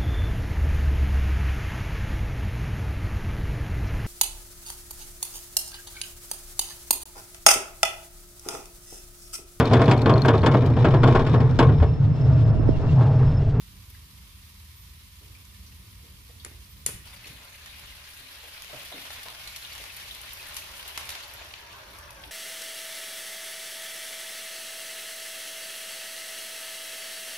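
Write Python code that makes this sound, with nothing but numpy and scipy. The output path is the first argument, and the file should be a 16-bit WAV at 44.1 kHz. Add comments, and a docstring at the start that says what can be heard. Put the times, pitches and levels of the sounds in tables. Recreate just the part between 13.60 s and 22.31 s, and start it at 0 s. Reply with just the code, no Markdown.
"""A small tiled kitchen with a low rumble. A knife squeaks and snaps twice through the lid of a tin
while stew sizzles behind it. Then the pan is close: bubbles burst in the hot fat, drops of water
flash to steam and spit, and a plastic tub knocks as it is picked up. Broth is poured in, its trapped
air burbling among the vegetables, and slowly quenches the sizzle."""
import sys
import numpy as np
from scipy import signal
from scipy.fft import rfft, irfft, next_fast_len
from scipy.io import wavfile
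from scipy.ndimage import uniform_filter1d

SR = 44100
rng = np.random.default_rng(int(sys.argv[2]) if len(sys.argv) > 2 else 0)


def digitize_waveform(pressure):
    """Quantize a signal to 16-bit integers and store it at the path in sys.argv[1].

    Rows of a 2-D input are taken as channels; values are limited to [-1, 1].
    """
    field = np.atleast_2d(pressure).T
    bounded = np.clip(field, -1, 1)
    quanta = np.round(bounded * 32767).astype(np.int16)
    wavfile.write(sys.argv[1], SR, quanta)


N = 384111
T = np.arange(N) / SR
AT_PAN_S = 3.44  # the listener jumps from the counter to the stove
WETTED_S = 7.484  # broth reaches the hot metal
# the listener closing in on the pan: t/s, distance/m
DISTANCE = [(3.44, 1), (4.1, 0.81), (4.95, 0.69), (5.5, 0.45), (6.3, 0.5), (7.0, 0.49)]


def sizzle():
    """Hot fat, smooth from the counter, then close and sputtering until the broth cools the pan."""
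    # the pan's tone from the counter: f/Hz, level/dB
    far_pan = [(300, -21), (800, -14.5), (980, 2.5), (1200, 0), (1450, -4), (2200, 1), (2600, 1),
               (3300, 2.5), (5200, 0), (7500, -6.5), (8600, -4), (10000, 0), (12300, -0.5), (15500, -7)]
    # its tone from close by: f/Hz, level/dB
    near_pan = [(110, -6.5), (165, -18), (190, -13), (240, -14.5), (400, -11), (480, -13.5), (585, -3.5),
                (750, -8), (1000, -2.5), (1300, -5), (1900, -1.5), (2230, 0.5), (2800, 0), (3250, -0.5),
                (3750, -1.3), (4400, -3), (7800, -13), (10200, -6), (15500, -11.5)]
    far = amp(-59.5) * frying(far_pan, crackle_db=-10, ping_db=-19, tick_db=-34, flutter_db=0.9)
    far *= amp([[-1], [1]])  # a little to the right
    near = frying(near_pan, crackle_db=-6.5, ping_db=-14, tick_db=-21.5, flutter_db=1)
    body = band(near, 0, 7800)
    fizz = (near - body) / np.std(band(near.mean(0), 9000, 15000))
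    flare_db = 0.3 * np.exp(-((T - WETTED_S) / 0.25) ** 2)
    quench_db = -15 * settling(WETTED_S + 0.25, lag_s=0.77)
    surge = drift(rate_hz=12)
    body = sputtering(body) * amp(-53.5 + flare_db + quench_db + 0.63 * surge) / follow(DISTANCE)
    fizz = fizz * amp(-60 + 0.5 * surge) * spurts() * fizz_gain()
    return np.where(T < AT_PAN_S, far, body + fizz)


def frying(spectrum, crackle_db, ping_db, tick_db, flutter_db):
    """Steam hiss, dense crackle, small ringing bubbles and a few sharp ticks; rms 1 in the main band."""
    crackle = bubbles(per_s=5000, spread_db=1.5, lo_hz=1320, hi_hz=15100, cycles=1.7)
    pings = bubbles(per_s=420, spread_db=4, lo_hz=1308, hi_hz=4596, cycles=14.4, glide=0.0038, count=40)
    ticks = (rng.random(N) < 45 / SR) * rng.standard_normal((2, N))
    hiss = rng.standard_normal((2, N))
    fry = hiss + amp(crackle_db) * crackle + amp(ping_db) * pings + amp(tick_db) * unit_rms(ticks)
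    fry *= amp(flutter_db * drift(rate_hz=160))
    fry = coloured(reflections(fry), spectrum)
    return fry / np.std(band(fry.mean(0), 1500, 6000))


def sputtering(x, depth_db=1.25):
    """Patches of fat boil up and die down on their own, each in its own range of pitch."""
    edges_hz = np.r_[0, np.geomspace(1500, 6000, 6), 7800]
    return sum(band(x, lo, hi) * amp(depth_db * drift(rate_hz=29.94))
               for lo, hi in zip(edges_hz, edges_hz[1:]))


def spurts(per_s=47, decay_s=0.011):
    """Gain of the fizz as little jets of steam break out at once and die away; rms 1."""
    starts = (rng.random(N) < per_s / SR) * np.minimum(rng.standard_exponential(N), 3)
    jets = signal.lfilter([1], [1, -np.exp(-1 / (decay_s * SR))], starts)
    return unit_rms(1 + amp(-7.5) * jets)


def fizz_gain():
    """The fine fizz grows as the pan comes near and sinks quickly once broth wets the metal."""
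    return amp(-9 * settling(WETTED_S, lag_s=0.33)) / follow(DISTANCE)


def spits(small_per_s=30):
    """Drops of water flash to steam in the hot fat: a few loud ones, many small ones at random."""
    # the loud spits: t/s, level/dB, tilt/(dB per octave), decay/s
    loud_spits = [(.2993, -48, 22, 0.0091), (1.8523, -53, 5, .003), (3.67, -39.5, -1, 0.019),
                  (4.0596, -42, -1, 0.006), (4.1954, -47.5, 0, 0.0012), (4.5455, -53, 5, .002),
                  (4.5734, -47, 8, .003), (4.6826, -53, 7, .001), (5.0217, -40, 4.5, 0.00038),
                  (5.046, -44, -3, 0.00081), (5.4524, -39.5, -6, 0.018), (5.505, -40, -5, 0.0049),
                  (5.5442, -51, 3, 0.00077), (5.632, -43.5, 6, 0.0054), (5.6849, -40, -3, .0008),
                  (5.7487, -45, -4, 0.003), (5.875, -39, -1, 0.0061), (5.9612, -35, 2, 0.007),
                  (6.1518, -47, 10, 0.0024), (6.1795, -39.5, -2, 0.0046), (6.2388, -38.5, -3, 0.0058),
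                  (6.255, -43, -1, 0.017), (6.366, -40.5, 12, 0.0038), (6.3982, -40, -0.5, 0.02),
                  (6.5489, -44, 9, .0015), (6.615, -42, 8, .004), (6.7329, -37, 24, 0.0055),
                  (6.829, -43, -4, 0.0012), (6.945, -42, 4, .0008), (6.9667, -29.5, 1.5, 0.0059),
                  (7.2098, -46, -2.5, 0.0035), (7.228, -41.5, -4, .002), (7.2777, -37, 11, 0.006),
                  (7.3759, -28, -2, 0.0036), (7.41, -37.5, -5, 0.0083), (7.4538, -43, 9, 0.0036),
                  (7.4915, -32.5, 1.5, 0.0072), (7.503, -33.5, -0.5, 0.0046), (7.552, -36.5, -2.5, 0.0045),
                  (7.6798, -48, 13, 0.0018), (7.7367, -42, 13, 0.0043), (7.8649, -55, 13, .001),
                  (8.3867, -46, 9, 0.004), (8.506, -44, 5, 0.004), (8.6566, -52, 7, .005)]
    # tone of a spit: f/Hz, level/dB
    tone = [(200, -25), (600, -5), (1500, -1.5), (3200, 4.5), (6000, 1), (8500, -5.5), (10500, 2),
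            (13000, -3.5), (14500, -11), (16000, -32)]
    out, strength = np.zeros((2, N)), fizz_gain()
    for s, db, tilt_db, decay_s in loud_spits:
        add(out, s, amp(db - 11.5) * burst(tone, tilt_db, decay_s=0.00045))  # sharp opening crack
        add(out, s, amp(db) * burst(tone, tilt_db, decay_s, rise_s=0.000072))
    for _ in range(round(small_per_s * (T[-1] - AT_PAN_S))):
        s = rng.uniform(AT_PAN_S, T[-1])
        loud, bright = rng.standard_normal(2)
        gain = amp(-59.5 + 3 * loud) * strength[int(s * SR)]
        add(out, s, gain * burst(tone, tilt_db=4 * abs(bright), decay_s=0.0014))
    return out + amp(-4.5) * kitchen(out)


def spray():
    """The tiniest droplets burst as crisp, very high ticks on top of the fizz."""
    ticks = bubbles(per_s=260, spread_db=2, lo_hz=9800, hi_hz=15000, cycles=2.9, count=6)
    return amp(-72.5) * fizz_gain() * ticks


def broth(start_s=6.36, tip_s=2.2):
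    """The stream swells as the tub tips, spattering and trapping air that rings in the pan's hollows."""
    # hollows of the filling pan: f/Hz, width/Hz, level/dB
    hollows = [(320, 71, -13), (397, 69, -10), (562, 51, -4.5), (624, 40, -4.5), (883, 79, -5),
               (1005, 240, -6.5), (1340, 210, -10.5), (1630, 120, -4)]
    # tone of the fine spatter: f/Hz, level/dB
    spatter_tone = [(900, -14), (1500, 1), (2700, 2), (4500, -5), (6000, 2), (8000, -30), (11000, -23),
                    (15500, -20)]
    air = bubbles(per_s=750, spread_db=3, lo_hz=282, hi_hz=2228, cycles=8.3, glide=0.015)
    hz = np.geomspace(100, 8000, 400)
    power = sum(amp(db) ** 2 / (1 + (2 * (hz - f) / width) ** 2) for f, width, db in hollows)
    burble = coloured(air + amp(7.5) * kitchen(air), np.c_[hz, 10 * np.log10(power)])
    drops = bubbles(per_s=3000, spread_db=2.5, lo_hz=970, hi_hz=9000, cycles=3, glide=0.01, count=10)
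    spatter = coloured(drops, spatter_tone)
    flow = np.clip((T - start_s) / tip_s, 0, 1)
    return np.sqrt(flow) * (amp(-51) * unit_rms(wandering(burble)) + amp(-57) * unit_rms(spatter))


def wandering(x, depth=0.03):
    """The stream shifts about, bending all its pitches together."""
    place = np.cumsum(1 + depth * drift(rate_hz=7))
    return np.array([np.interp(place, np.arange(N), side, period=N) for side in x])


def splats():
    """Larger drops of broth slap onto the stew."""
    # drops landing: t/s, level/dB, decay/s
    drops = [(7.9384, -36.5, 0.0031), (8.106, -46, 0.0094), (8.637, -39, 0.0068)]
    # tone of the wet slap: f/Hz, level/dB
    tone = [(500, -25), (1700, -15), (2600, -1), (3900, -5.5), (4800, -15), (8000, -28), (15500, -33)]
    out = np.zeros((2, N))
    for s, db, decay_s in drops:
        add(out, s, amp(db) * burst(tone, tilt_db=0, decay_s=decay_s))
    return out + amp(-7) * kitchen(out)


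def knife():
    """The lid gives way with a crack; tin and blade ring, the blade rattles on and the room answers."""
    # the blade breaking through and striking again: t/s, level/dB, tilt/(dB per octave), rattle/dB
    snaps = [(2.8478, -35, -2.5, -8), (2.8621, -44, -7.5, -9), (3.2626, -20.5, 3, -5),
             (3.2713, -42, -1.5, -1), (3.289, -40, -7.5, -9)]
    # tone of the direct crack: f/Hz, level/dB
    crack_tone = [(200, -24), (450, -5.5), (700, -22), (1100, -4), (1450, -9.5), (2600, -20), (3500, -11),
                  (5400, -10), (6600, -5), (7400, 2), (8300, -7), (9400, -5), (10900, -0.5), (11700, -12),
                  (15500, -27)]
    # tone the lid throws into the room: f/Hz, level/dB
    lid_tone = [(200, -21), (430, -8), (750, -16), (1100, -13), (1400, -8), (1800, -3.5), (2250, -3),
                (2900, -4), (3600, -10.5), (5400, -7), (7900, -10), (9200, -3), (10400, -2), (11600, -9.5),
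                (13000, -11), (15500, -28)]
    # modes of tin and blade: f/Hz, level/dB, t60/s
    tin_modes = [(1095, 5.5, 0.038), (2230, 5, 0.11), (7200, 4, .1), (9400, -1, .17), (10000, 4, .17),
                 (10200, 4, 0.18), (10900, 6, .15)]
    direct, send = np.zeros((2, 2, N))
    t = np.arange(SR // 3) / SR
    for s, db, tilt_db, rattle_db in snaps:
        ring = sum(amp(level - 60 * t / t60) * sine(hz, t) for hz, level, t60 in tin_modes)
        crack = burst(crack_tone, tilt_db, decay_s=0.0017, rise_s=0.00076)
        rattle = amp(rattle_db) * burst(lid_tone, tilt_db, decay_s=0.011, rise_s=0.00034, uneven_db=2)
        add(direct, s, amp(db) * (crack + amp(0.5) * rattle))
        add(direct, s, amp(db - 24) * ring)
        add(send, s, amp(db) * rattle)
    return direct + kitchen(send)


def squeaks():
    """Steel slipping on tin: a thin, unsteady whistle."""
    # the blade slipping in the cut: start/s, end/s, first f/Hz, last f/Hz, level/dB
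    slips = [(1.14, 1.262, 14000, 13700, -59), (3.085, 3.14, 14100, 14200, -59),
             (3.15, 3.23, 14600, 15100, -63)]
    out = np.zeros((2, N))
    for start, end, first_hz, last_hz, db in slips:
        size = round((end - start) * SR)
        jitter_hz = 110 * unit_rms(uniform_filter1d(rng.standard_normal((2, size)), 60))
        turns = np.cumsum(np.linspace(first_hz, last_hz, size) + jitter_hz, axis=1) / SR
        whistle = np.sin(2 * np.pi * turns) * signal.windows.tukey(size, 0.5)
        add(out, start, amp(db) * unit_rms(whistle))
    return out


def tinks():
    """Light clinks of blade and tub, pitched pops of fat and drips: each rings in a cluster of modes."""
    # clinks and pops: t/s, level/dB, f/Hz, t60/s, mode scatter as a share of f
    touches = [(0.349, -48.5, 1770, 0.043, 0.099), (1.75, -53, 2330, 0.12, 0.065),
               (2.064, -52.5, 5180, .14, 0.14), (2.799, -47.5, 3820, 0.11, 0.12),
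               (5.324, -41.5, 3720, 0.15, 0.044), (5.874, -37, 4100, 0.06, .04),
               (6.048, -36, 3650, .06, 0.097), (6.51, -36.5, 3590, 0.054, 0.077)]
    out, t = np.zeros((2, N)), np.arange(SR // 4) / SR
    for s, db, hz, t60, scatter in touches:
        ring = sum(sine(hz * (1 + scatter * rng.standard_normal()), t) for _ in range(20))
        add(out, s, amp(db - 60 * t / t60) * unit_rms(ring))
    return out + amp(-7.5) * kitchen(out)


def knocks(rise_s=0.0016):
    """Dull knocks of tin, hands and tub: a short shudder in one broad, damped resonance."""
    # soft blows: t/s, level/dB, centre f/Hz, t60/s
    blows = [(1.609, -59.5, 327, 0.41), (2.43, -64, 378, 0.73), (2.693, -50.5, 523, 0.064),
             (2.86, -38, 180, 0.023), (2.911, -48, 300, 0.07), (3.263, -43, 450, 0.023),
             (3.268, -46, 125, 0.15), (3.287, -39, 420, 0.035), (3.322, -46.5, 140, 0.11),
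             (3.342, -52, 130, 0.071), (3.345, -38, 52, 0.15), (3.657, -53, 378, 0.15),
             (3.698, -41, 150, 0.046), (3.731, -42.5, 169, 0.035), (4.601, -60, 284, .4),
             (4.831, -52, 613, 0.29), (5.095, -49, 650, .12), (5.127, -41.5, 657, 0.16),
             (5.132, -45.5, 99, 0.095), (5.135, -51.5, 330, 0.13), (5.222, -47, 600, .07),
             (5.317, -43.5, 605, 0.26), (5.34, -48.5, 275, 0.22), (5.583, -45, 700, .04),
             (5.654, -45, 790, 0.3), (6.195, -48, 560, 0.14), (7.555, -37.5, 885, 0.039),
             (7.811, -39.5, 600, 0.044)]
    out, t = np.zeros((2, N)), np.arange(SR // 2) / SR
    for s, db, hz, t60 in blows:
        resonance = signal.butter(1, [hz / 1.23, hz * 1.21], "band", fs=SR)
        shudder = signal.lfilter(*resonance, rng.standard_normal((2, len(t))))
        shudder = signal.lfilter(*signal.butter(2, hz * 3, fs=SR), shudder)
        fade = amp(-60 * t / t60) * (1 - np.exp(-t / rise_s))
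        add(out, s, amp(db) * unit_rms(shudder * fade) * np.sqrt(np.mean(fade ** 2)))
    return out + amp(-5) * kitchen(out)


def kitchen_rumble():
    """A low kitchen rumble throbs in the room's low modes; a faint hum fades out at the stove."""
    # tone of the rumble: f/Hz, level/dB
    tone = [(24, -36), (33, -19), (45, -7.5), (58, -2), (80, -7), (125, -11.5), (165, -21.5), (210, -29),
            (280, -24.5), (440, -33.5), (700, -37.5)]
    # the room's low resonances: f/Hz, width/Hz, level/dB
    room_modes = [(48, 7.5, -14), (60.4, 11, 0), (77.8, 2.6, 5.5), (98, 3.9, -2.5), (115, 7.9, -6.5),
                  (131.8, 4.6, -15), (152, 3.6, -7), (182.4, 5.3, -11.5), (190.4, 5.5, -10),
                  (215.2, 7, -15.5), (248, 7.5, -18.5)]
    # level ride, strongest at the counter: t/s, level/dB
    ride = [(0, -49.5), (0.8, -49.5), (1.55, -52), (2.2, -48), (2.6, -50.5), (3.2, -49.5), (3.9, -55),
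            (4.3, -52.5), (4.6, -59), (5.3, -58.5), (5.8, -56), (8.2, -55.5), (8.7, -52)]
    hz = np.geomspace(15, 900, 900)
    boom = sum(amp(db) ** 2 / (1 + (1.36 * (hz - f) / width) ** 2) ** 2 for f, width, db in room_modes)
    spectrum = np.c_[hz, 10 * np.log10(amp(read(tone, hz)) ** 2 + boom)]
    rumble = band(coloured(rng.standard_normal((2, N)), spectrum), 0, 900)
    rumble /= np.sqrt(uniform_filter1d(rumble ** 2, size=SR // 3, axis=1))  # the rumble stays even
    hum_hz = 79 + 1.57 * drift(rate_hz=3.8)
    hum = amp(-9) * unit_rms(np.sin(2 * np.pi * np.cumsum(hum_hz) / SR))
    hum *= 1 - settling(AT_PAN_S, lag_s=0.29)
    throb_db = 0.9 * drift(rate_hz=10)
    return amp(follow(ride) + throb_db) * unit_rms(unit_rms(rumble) + hum)


def reflections(x, echo_db=-9, count=8):
    """Echoes off pan wall, hob and tiles comb each side differently and slide as the listener moves."""
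    out, now = x.copy(), np.arange(N)
    moved_s = (follow(DISTANCE) - 1) / 343
    for side, sound in zip(out, x):
        for lag_s, slide, sign in rng.uniform([0.002, -1, -1], [0.012, 1, 1], (count, 3)):
            delay = np.round((lag_s + slide * moved_s) * SR).astype(int)
            side += np.sign(sign) * amp(echo_db) / np.sqrt(count) * sound[(now - delay) % N]
    return out


def kitchen(x, size=24000):
    """Reverb of a small tiled room: sparse taps, treble dying first."""
    # the room's decay: f/Hz, t60/s
    decay = [(250, 0.43), (1700, 0.56), (4600, 0.42), (12000, 0.3)]
    taps = rng.standard_normal((2, size)) * (rng.random((2, size)) < 0.25)
    hz, t, frames = signal.stft(taps, SR, nperseg=256)
    fade = amp(-60 * t / read(decay, hz)[:, None]) * (t > 0.003)
    tail = signal.istft(frames * fade, SR, nperseg=256)[1]
    return signal.oaconvolve(x, tail / np.linalg.norm(tail[0]), axes=1)[:, :N]


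def bubbles(per_s, spread_db, lo_hz, hi_hz, cycles, glide=0, count=24):
    """Bubbles of many sizes, each a dying ping that glide bends upward, out of step left to right."""
    out = np.zeros((2, N))
    for hz in np.geomspace(lo_hz, hi_hz, count):
        hits = rng.random(N) < per_s / count / SR
        train = hits * amp(spread_db * np.minimum(rng.standard_exponential(N), 5))
        age = np.arange(0, 5, hz / cycles / SR)  # in decay times
        turns = cycles * age * (1 + glide * age) + rng.random((2, 1))
        ping = np.exp(-age) * np.sin(2 * np.pi * turns)
        out += signal.oaconvolve(train[None], ping * hz, axes=1)[:, :N]
    return unit_rms(out)


def burst(spectrum, tilt_db, decay_s, rise_s=0.0001, uneven_db=0, size=2400):
    """A tearing puff of micro-cracks, even or in clumps, with the energy of 5 ms at rms 1."""
    t = np.arange(size) / SR
    clumps = amp(uneven_db * np.repeat(rng.standard_normal(size // 40), 40))
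    cracks = rng.standard_normal((2, size)) * clumps * np.exp(-t / decay_s) * (1 - np.exp(-t / rise_s))
    puff = signal.fftconvolve(cracks, click(spectrum, tilt_db)[None], axes=1)
    return puff / np.linalg.norm(puff, axis=1, keepdims=True) * np.sqrt(0.005 * SR)


def click(spectrum, tilt_db, size=1024):
    """Tightest one-sided pulse with this spectrum, tilted per octave; energy 1."""
    hz = abs(np.fft.fftfreq(size, 1 / SR))
    log_gain = np.log(amp(read(spectrum, hz) + tilt_db * np.log2(1 + hz / 500)))
    pulse = np.fft.ifft(np.exp(np.conj(signal.hilbert(log_gain)))).real
    return pulse / np.linalg.norm(pulse)


def sine(hz, t):
    """One mode, with a random phase on each side."""
    return np.sin(2 * np.pi * (hz * t + rng.random((2, 1))))


def coloured(x, spectrum):
    """Equalises a signal with this curve."""
    size = next_fast_len(N)
    gain = amp(read(spectrum, np.fft.rfftfreq(size, 1 / SR)))
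    return irfft(rfft(x, size) * gain, size)[:, :N]


def band(x, lo_hz, hi_hz):
    """Keeps one band."""
    size = next_fast_len(N)
    hz = np.fft.rfftfreq(size, 1 / SR)
    return irfft(rfft(x, size) * ((hz > lo_hz) & (hz <= hi_hz)), size)[..., :N]


def drift(rate_hz):
    """Random modulation of rms 1."""
    knots = np.arange(0, T[-1] + 1, 1 / rate_hz)
    return unit_rms(np.interp(T, knots, rng.standard_normal(4096)[:len(knots)]))


def settling(start_s, lag_s):
    """Rises from 0 at the start towards 1."""
    return 1 - np.exp(-np.maximum(T - start_s, 0) / lag_s)


def follow(curve):
    """A time curve at every sample."""
    return np.interp(T, *np.transpose(curve))


def read(points, hz):
    """Reads a curve on a log-frequency axis."""
    f, value = np.transpose(points)
    return np.interp(np.log(hz + 1), np.log(f), value)


def add(mix, s, sound):
    """Places a sound at a time."""
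    part = mix[..., round(s * SR):][..., :sound.shape[-1]]
    part += sound[..., :part.shape[-1]]


def amp(db):
    """Decibels to gain."""
    return 10 ** (np.asarray(db) / 20)


def unit_rms(x):
    """Scales to rms 1."""
    return x / np.sqrt(np.mean(x ** 2) + 1e-20)


def scene():
    """Rumble, pan, pour, tin and handling in one mix."""
    return (kitchen_rumble() + sizzle() + broth() + knife() + squeaks()
            + spits() + splats() + tinks() + knocks() + spray())


def record(dry, top_hz=15450):
    """Two ears a hand apart share the bass but not the treble, each with its own colour; a high cut."""
    # stereo image: f/Hz, left-right likeness (0 to 1)
    likeness = [(60, .98), (130, .92), (300, .82), (560, .68), (750, .35), (1100, .28), (1600, .05),
                (2200, .2), (3000, 0), (16000, 0)]
    # stereo balance: f/Hz, left minus right/dB
    balance = [(60, -.5), (160, -2), (350, 1), (1400, -.5), (3000, 3), (4200, .5), (5700, -.5), (6500, -4),
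               (7400, -10), (8300, 0), (9600, 6), (11000, 2.5), (13000, -2.5), (15500, -1)]
    size = next_fast_len(N)
    hz = np.fft.rfftfreq(size, 1 / SR)
    left, other = rfft(dry, size)
    same, lean = read(likeness, hz), amp(read(balance, hz))
    right = same * left + np.sqrt(1 - same ** 2) * other
    pair = irfft(np.array([left * lean, right]) * np.sqrt(2 / (1 + lean ** 2)), size)[:, :N]
    high_cut = signal.firwin(511, top_hz, window=("kaiser", 8), fs=SR)
    return signal.oaconvolve(pair, high_cut[None], "same", axes=1)


dry = scene()
out = record(dry)
digitize_waveform(out)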